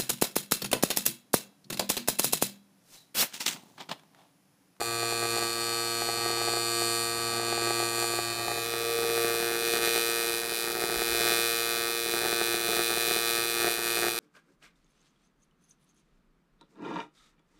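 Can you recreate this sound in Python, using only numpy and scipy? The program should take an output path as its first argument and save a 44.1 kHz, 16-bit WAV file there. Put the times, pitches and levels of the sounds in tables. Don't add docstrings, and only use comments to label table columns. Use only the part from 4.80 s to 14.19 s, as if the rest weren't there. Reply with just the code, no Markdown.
import sys
import numpy as np
from scipy import signal
from scipy.fft import rfft, irfft
from scipy.io import wavfile

SR = 44100
rng = np.random.default_rng(int(sys.argv[2]) if len(sys.argv) > 2 else 0)


def dump(signal):
    limited = np.clip(np.atleast_2d(signal).T, -1, 1)
    pcm = np.round(limited * 32767).astype(np.int16)
    wavfile.write(sys.argv[1], SR, pcm)


def convert_level_to_amplitude(level_db):
    exponent = np.asarray(level_db, float) / 20
    return 10 ** exponent


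N = 414099
T = np.arange(N) / SR

# cycles per second, first reversal in seconds,
# gap to the second reversal in seconds.
NEAR_TIMING = (116.1734, .0052, .00168)
FAR_TIMING = (116.172, .003545, .0017)
# time in seconds, peak in dB.
NEAR_STRONG_POPS = [(.0149, -23), (.2302, -28.5), (.325, -29), (.4542, -29.5), (.566, -27), (1.2198, -27),
                    (1.289, -25.5), (1.4608, -29.5), (1.5039, -29), (1.616, -28), (1.6851, -26.5),
                    (1.7366, -26.5), (1.7712, -27), (2.0205, -28), (2.597, -29), (2.7265, -26),
                    (2.7782, -26), (2.8208, -29), (2.8727, -28), (2.9073, -24), (3.0022, -28),
                    (3.0276, -30), (3.1824, -32), (3.2428, -27), (3.3374, -28), (3.389, -23.5),
                    (3.6817, -25.5), (3.6992, -35), (3.7163, -24), (3.7597, -30)]
FAR_STRONG_POPS = [(4.2851, -43), (4.377, -27), (4.4488, -25), (4.6297, -27), (4.9395, -28), (5.1632, -26),
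                   (6.0241, -28), (6.1276, -28), (6.2197, -24.5), (6.4202, -32), (6.4779, -27),
                   (6.5208, -27), (7.3387, -23.5), (7.5306, -23), (7.6166, -22), (7.7459, -24),
                   (7.9067, -35), (7.9354, -27), (7.9929, -22.5), (8.1074, -28), (8.1764, -24),
                   (8.3141, -25.5), (8.3629, -25.5), (8.845, -24), (8.8711, -23), (9.1722, -26),
                   (9.1896, -29), (9.2435, -26), (9.2669, -24), (9.2867, -23)]


def in_time(rows):
    s, *columns = np.transpose(rows)
    return [np.interp(T, s, c) for c in columns]


def humps(at_s, heights, half_s):
    coarse_s = T[::64, None]
    bells = np.exp(-((coarse_s - at_s) / half_s) ** 2)
    return np.interp(T, coarse_s[:, 0], bells @ heights)


def rms_one(x):
    return x / np.sqrt(np.mean(x ** 2) + 1e-20)


def drift(rate_hz, at_s):
    r = np.exp(-2 * np.pi * rate_hz / 400)
    slow = signal.lfilter([1], [1, -2 * r, r * r], rng.standard_normal(6000))[2000:]
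    return np.interp(at_s * 400, np.arange(4000), rms_one(slow - slow.mean()))


def causal(db):
    cepstrum = irfft(np.log(convert_level_to_amplitude(db)))
    half = len(cepstrum) // 2
    cepstrum[1:half] *= 2
    cepstrum[half + 1:] = 0
    return np.exp(rfft(cepstrum))


def coloured(x, spectrum, rings=()):
    hz, db = np.transpose(spectrum)
    grid_hz = np.maximum(np.fft.rfftfreq(8192, 1 / SR), 1)
    db = np.interp(np.log(grid_hz), np.log(hz), db)
    for ring_hz, width_hz, ring_db in rings:
        db = db + ring_db / (1 + (2 * (grid_hz - ring_hz) / width_hz) ** 2)
    return signal.fftconvolve(x, irfft(causal(db)))[:N]


def clicks(at_s, sizes):
    at = np.ravel(at_s)[:, None] * SR
    taps = np.floor(at).astype(int) + np.arange(-7, 9)
    shape = np.sinc(taps - at) * np.cos((taps - at) * np.pi / 16) ** 2
    heights = shape * np.ravel(sizes)[:, None]
    slots = np.clip(taps + 8, 0, N + 16)
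    return np.bincount(slots.ravel(), heights.ravel(), N + 17)[8:N + 8]


def cycle_starts(timing):
    rate_hz, first_s, _ = timing
    return first_s + np.arange(-1, int(N / SR * rate_hz) + 1) / rate_hz


def workshop():
    # frequency in Hz, density in dB per Hz.
    shop_spectrum = [(20, -16), (50, -11), (100, -8), (200, -9), (400, -17), (1000, -6), (3000, -14.5),
                     (8000, -53), (16000, -45)]
    # time in seconds, draught level in dB.
    draught_curve = [
        (6.12, -80),
        (6.15, -43),
        (6.2, -52),
        (6.25, -60),
        (6.3, -52),
        (6.38, -53),
        (6.45, -80),
    ]
    swell_db = 1.5 * drift(2.5, T)
    floor = convert_level_to_amplitude(-50 + swell_db) * rms_one(coloured(rng.standard_normal(N), shop_spectrum))
    low_band = signal.butter(2, [30, 75], "band", fs=SR, output="sos")
    draught = signal.sosfilt(low_band, rng.standard_normal(N))
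    return floor + convert_level_to_amplitude(in_time(draught_curve)[0]) * rms_one(draught)


def hollow(strikes, far):
    # frequency in Hz, level in dB, t60 in seconds, polarity.
    near_modes = [(219, -18.5, 0.062, -1.34), (373, -4, 0.048, 1), (466, -20, 0.022, -0.31),
                  (739, -1.5, 0.059, -0.77), (812, -6.5, 0.07, -1.38), (1213, -2.5, 0.04, 0.8),
                  (1920, -2, 0.0064, -1.9)]
    far_modes = [(195, -9.5, 0.041, -0.79), (376.3, 1.5, 0.034, 0.76), (450, 0.5, 0.09, -0.25),
                 (745, -3, 0.037, -1.06), (870, -7, 0.12, -0.32), (1190, 4, 0.0051, 1),
                 (1800, 7, 0.0036, -1.48)]
    soft = np.exp(-2 * np.pi * 1100 / SR)
    blows = signal.lfilter([1 - soft], [1, -soft], strikes + 1e-18)
    out = 0
    for share, modes in ((1 - far, near_modes), (far, far_modes)):
        for hz, db, t60_s, polarity in modes:
            r, w = convert_level_to_amplitude(-60 / (t60_s * SR)), 2 * np.pi * hz / SR
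            push = [0, polarity * convert_level_to_amplitude(db) * np.sin(w)]
            out = out + signal.lfilter(push, [1, -2 * r * np.cos(w), r * r], share * blows)
    return out


def restrikes(far, sputter_db):
    # time in seconds, peak in dB.
    weak_pops = [(.43, -30), (.583, -29), (.63, -30), (1.2976, -37), (1.34, -34), (1.6763, -31),
                 (1.7796, -40), (2.6315, -33), (3.2252, -28), (3.31, -37), (3.7767, -29), (3.7854, -30),
                 (4.1907, -27), (4.2334, -34), (4.604, -29), (5.1805, -26), (5.6771, -35), (5.9552, -28),
                 (5.9725, -33), (6.0389, -24), (6.1593, -27), (6.351, -28), (6.5929, -30), (7.2608, -31),
                 (7.4529, -27), (7.9693, -37), (8.0122, -30), (8.8817, -25), (9.2238, -26), (9.2351, -26)]
    far_start = cycle_starts(FAR_TIMING)
    near_start = cycle_starts(NEAR_TIMING)[:len(far_start)]
    start = np.where(np.interp(far_start, T, far) < .5, near_start, far_start)
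    chance = rng.random((len(start), 3))
    size = np.sign(chance[:, 0] - .4) * convert_level_to_amplitude(-5.0 * np.log(chance[:, 1] + 0.05))
    sputter = hollow(clicks(start + 0.0013 * chance[:, 2], size), far)
    pop_s, pop_db = np.transpose([*NEAR_STRONG_POPS, *FAR_STRONG_POPS, *weak_pops])
    cycle = np.searchsorted(start, pop_s) - 1
    pop_at_s = start[cycle] + 0.00008 * chance[cycle, 2]
    pops = hollow(clicks(pop_at_s, convert_level_to_amplitude(pop_db + 0.5)), far)
    return convert_level_to_amplitude(sputter_db) * rms_one(sputter) + pops


def hum(timing, orders, hum_db, fourth_db, heard):
    lead_s, fifth_share = .00014, 0.56
    rate_hz, first_s, _ = timing
    hum_db, fourth_db, heard_s = hum_db[heard], fourth_db[heard], T[heard]
    multiple, db = np.transpose(orders)
    response = causal(np.interp(np.arange(65), [0, *multiple, 24], [-30, *db, -45]))
    turn = 2 * np.pi * rate_hz * (heard_s - first_s + lead_s)
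    unit = convert_level_to_amplitude(hum_db - .6) / np.sqrt(np.sum(convert_level_to_amplitude(db[9:17]) ** 2) / 2)
    out = np.zeros(N)
    for k in multiple.astype(int):
        level = np.abs(response[k]) * unit
        if k == 4:
            level = np.sqrt(2) * convert_level_to_amplitude(fourth_db + 2.5)
        if k == 5:
            level = level * convert_level_to_amplitude(fifth_share * np.maximum(fourth_db - hum_db + 4.0, 0))
        wander = 1 + 0.13 * drift(1.65, heard_s)
        out[heard] -= level * wander * np.cos(k * turn + np.angle(response[k]))
    return out


def near_hum(hum_db, fourth_db, heard):
    # multiple of the cycle rate, level in dB.
    near_orders = [(1, -4), (2, -7), (3, 4), (4, -5.5), (5, -8), (6, -0.5), (7, -7), (8, -8.5), (9, -20),
                   (10, 0), (11, -0.5), (12, -12.5), (13, -6.5), (14, -6.5), (15, -10.5), (16, -2.5),
                   (17, -5.5), (18, -16)]
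    return hum(NEAR_TIMING, near_orders, hum_db, fourth_db, heard)


def far_hum(hum_db, fourth_db, heard):
    # multiple of the cycle rate, level in dB.
    far_orders = [(1, -14), (2, -14.5), (3, 3.5), (4, -1.5), (5, -6.5), (6, -4.5), (7, -7.5), (8, -12),
                  (9, -22), (10, -3.5), (11, -1), (12, -4.5), (13, -2), (14, -4), (15, -2.5), (16, -2.5),
                  (17, -10.5), (18, -8.5)]
    return hum(FAR_TIMING, far_orders, hum_db, fourth_db, heard)


def cracks(timing, echoes, unsteady, second, hiss_db, tail_db, low_t60_s, high_t60_s):
    start = cycle_starts(timing)
    shake = np.interp(start, T, np.clip(unsteady, 0, 2))[:, None]
    chance = rng.standard_normal((len(start), 4))
    at = start[:, None] + [0, timing[2]] + 2.5e-5 * shake * chance[:, :2]
    size = [-1, -second] * convert_level_to_amplitude(2.72 * shake * chance[:, 2:])
    direct = clicks(at, size)

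    arrive = [at + ms / 1000 * (1 + 0.011 * drift(0.74, start)[:, None]) for ms, share in echoes]
    height = [size * share * convert_level_to_amplitude(0.47 * drift(3.6, start))[:, None] for ms, share in echoes]
    train = rms_one(clicks(arrive, height))

    lag_s = np.arange(SR // 8) / SR
    scatter = rng.standard_normal(len(lag_s)) * (lag_s > .0012)
    dull = signal.sosfiltfilt(signal.butter(2, 5500, fs=SR, output="sos"), scatter)
    fade = dull * convert_level_to_amplitude(-60 * lag_s / low_t60_s) + (scatter - dull) * convert_level_to_amplitude(-60 * lag_s / high_t60_s)
    tail = rms_one(signal.fftconvolve(direct, fade)[:N])

    cooling = np.exp(-1 / (0.0015 * SR))
    glow = .007 + np.abs(signal.lfilter([1], [1, -cooling], direct))
    hiss = rms_one(signal.lfilter([1, -.6], [1], glow * rng.standard_normal(N)))
    return train + convert_level_to_amplitude(tail_db) * tail + convert_level_to_amplitude(hiss_db) * hiss


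def near_cracks(unsteady):
    # delay in ms, pressure share.
    near_echoes = [(0, 2.15), (0.248, 0.2), (0.311, -0.07), (0.442, -0.035), (0.701, 0.63), (0.829, 0.57),
                   (1.13, 0.74), (1.287, -0.39), (1.483, -0.017), (2.89, -0.18), (3.065, -0.68),
                   (4.15, -0.17)]
    # frequency in Hz, level in dB.
    near_colour = [(500, -80), (1200, 2.5), (2300, -1.5), (4000, -5), (6000, -3), (8000, -3), (11000, -9.5),
                   (14000, -21.5), (16000, -26)]
    # frequency in Hz, width in Hz, level in dB.
    near_rings = [(2215, 90, -7), (2500, 420, 7), (3020, 120, 11.5), (3270, 90, 10), (2850, 110, -11),
                  (3084, 190, -6.5), (3350, 110, 3.5), (4020, 140, 7), (4080, 150, 0), (3770, 80, 9),
                  (4310, 170, 9.5), (4910, 84, -9), (4660, 410, 10), (5400, 150, -6), (6280, 230, -11),
                  (6860, 170, 5.5), (10600, 500, -2), (12940, 1500, 9)]
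    train = cracks(NEAR_TIMING, near_echoes, unsteady, second=1.76, hiss_db=-8.5, tail_db=-5.5,
                   low_t60_s=0.022, high_t60_s=0.035)
    return coloured(train, near_colour, near_rings)


def far_cracks(unsteady):
    # delay in ms, pressure share.
    far_echoes = [(0, 1.2), (0.096, 0.71), (0.239, 0.038), (0.316, 0.57), (0.493, 0.82), (0.547, 0.25),
                  (.592, 0.07), (0.748, 0.081), (.845, .3), (1.002, -0.032), (1.243, -0.28), (1.666, 0.02)]
    # frequency in Hz, level in dB.
    far_colour = [(500, -38.5), (1200, -25), (2300, -2.5), (4000, 2.5), (6000, -5.5), (8000, -1),
                  (11000, -1), (14000, -4.5), (15300, -4.5), (16000, -4)]
    # frequency in Hz, width in Hz, level in dB.
    far_rings = [(2410, 166, 2.5), (2575, 240, 8), (3160, 166, -1), (3010, 59, 0), (3520, 100, -5),
                 (4236, 320, 5.5), (5000, 94, -2.5), (4950, 230, 6.5), (7000, 260, 2), (9730, 390, 2.5),
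                 (10160, 300, -8), (12200, 830, -3), (13020, 300, 6.5), (14400, 500, 2.5)]
    train = cracks(FAR_TIMING, far_echoes, unsteady, second=1.21, hiss_db=-9.0, tail_db=-6.5,
                   low_t60_s=0.014, high_t60_s=.013)
    return coloured(train, far_colour, far_rings)


def balanced(crack, crack_db, bright_db):
    low = signal.sosfiltfilt(signal.butter(2, 6500, fs=SR, output="sos"), crack)
    return convert_level_to_amplitude(crack_db) * (rms_one(low) + convert_level_to_amplitude(bright_db) * rms_one(crack - low))


def scene():
    # time in seconds, share of the far place 0-1.
    move_curve = [
        (0, 0),
        (3.3, 0),
        (3.5, .06),
        (3.81, .4),
        (3.86, .7),
        (4.55, .93),
        (4.6, 1),
        (9.4, 1),
    ]
    # time in seconds, crack in dB, brightness in dB,
    # unsteadiness 0-1.
    arc_curve = [(0, -38.5, 0.5, 0.54), (.2, -35, -2.5, 0.1), (.6, -34.5, -1, 0.37), (1.2, -36, -0.5, 0.07),
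                 (1.55, -35, -2.5, 0.17), (2.15, -34, 2, 0), (2.75, -34, -3.5, 0.18), (3.25, -35, 2, 0.14),
                 (3.55, -37.5, -2, 0.32), (4.45, -34.5, 1, 0.2), (5.05, -30, 0.5, 0.37),
                 (5.35, -33, 2.5, 0.13), (5.65, -35.5, 2, 0.5), (6.1, -36.5, 2, 0.27),
                 (6.5, -29.5, 1, 0.03), (7.15, -35, 1, .25), (8.32, -31, 1.5, 0.26),
                 (9.39, -33.5, 1.5, 0.3)]
    # time in seconds, crack loss in dB,
    # half length in seconds.
    dabs = [(0.748, 1.5, 0.062), (1.054, 0, 0.07), (2.386, 2, 0.14), (2.616, 2.5, 0.039),
            (3.125, 1.5, 0.049), (4.74, 3, 0.16), (5, 3.5, 0.025), (5.662, 2, 0.052), (5.968, 2.5, 0.035),
            (7.8, 3, .05), (8.153, 1.5, 0.046), (8.41, 1.5, 0.04), (8.745, 1.5, 0.12), (8.996, 2.5, 0.059),
            (9.333, 3.5, 0.035)]
    # time in seconds, sputter gain in dB,
    # half length in seconds.
    flutters = [(0.033, 4, 0.093), (.45, 2, .2), (1.336, 7, 0.11), (1.6, 7, .2), (2.12, 4, 0.054),
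                (2.62, 9, 0.13), (2.92, 4, 0.11), (3.3, 5, 0.22), (3.71, 7, 0.19), (4.29, 6.5, 0.29),
                (4.97, 6, 0.19), (5.688, 3, 0.11), (6.023, 6, .17), (6.45, 4.5, 0.18), (7.452, 6, 0.12),
                (7.93, 10.5, 0.059), (8.25, 3.5, .13), (8.852, 4, 0.11), (9.2, 6, 0.12)]
    # time in seconds, fourth order in dB over the hum.
    tuning_curve = [
        (0, -4.5),
        (3.3, -6.5),
        (3.45, -19),
        (3.72, -10),
        (3.9, -1.5),
        (4.15, 5),
        (4.5, 1),
        (5.0, -2.5),
        (9.39, -7),
    ]
    far = np.clip(in_time(move_curve)[0], 0, 1)
    height_db, colour_db, unsteady = in_time(arc_curve)
    dab_db = humps(*np.transpose(dabs))
    flutter_db = humps(*np.transpose(flutters))
    pop_s, pop_db = np.transpose([*NEAR_STRONG_POPS, *FAR_STRONG_POPS])
    unrest = np.tanh(humps(pop_s, convert_level_to_amplitude(pop_db + 27.5), 0.041))
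    unsteady = unsteady + 0.083 * unrest

    crack_db = height_db - dab_db + 0.87 * unrest
    swing_db = crack_db + 34
    bright_db = -2.5 - 0.2 * swing_db + colour_db
    hum_db = -37.5 - 0.5 * far + 0.79 * swing_db + 0.03 * dab_db + 0.5 * unrest
    fourth_db = hum_db + in_time(tuning_curve)[0]
    hum_db = hum_db + 5.0 * unsteady * drift(9.4, T)
    sputter_db = -51.5 + 8.5 * far + flutter_db

    near = 1 - far
    moved = np.clip(far / .7, 0, 1)
    out = workshop() + restrikes(far, sputter_db)
    out = out + np.sqrt(near) * near_hum(hum_db, fourth_db, near > 0)
    out = out + np.sqrt(far) * far_hum(hum_db, fourth_db, far > 0)
    out = out + np.sqrt(1 - moved) * balanced(near_cracks(unsteady), crack_db, bright_db)
    out = out + np.sqrt(moved) * balanced(far_cracks(unsteady), crack_db, bright_db)
    return out[None]


def roll_off(x):
    return signal.sosfilt(signal.butter(12, 16800, fs=SR, output="sos"), x)


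def record(dry):
    cut = signal.sosfilt(signal.ellip(10, .5, 48, 15850, fs=SR, output="sos"), dry)
    return roll_off(cut)


dry = scene()
out = record(dry)
dump(out)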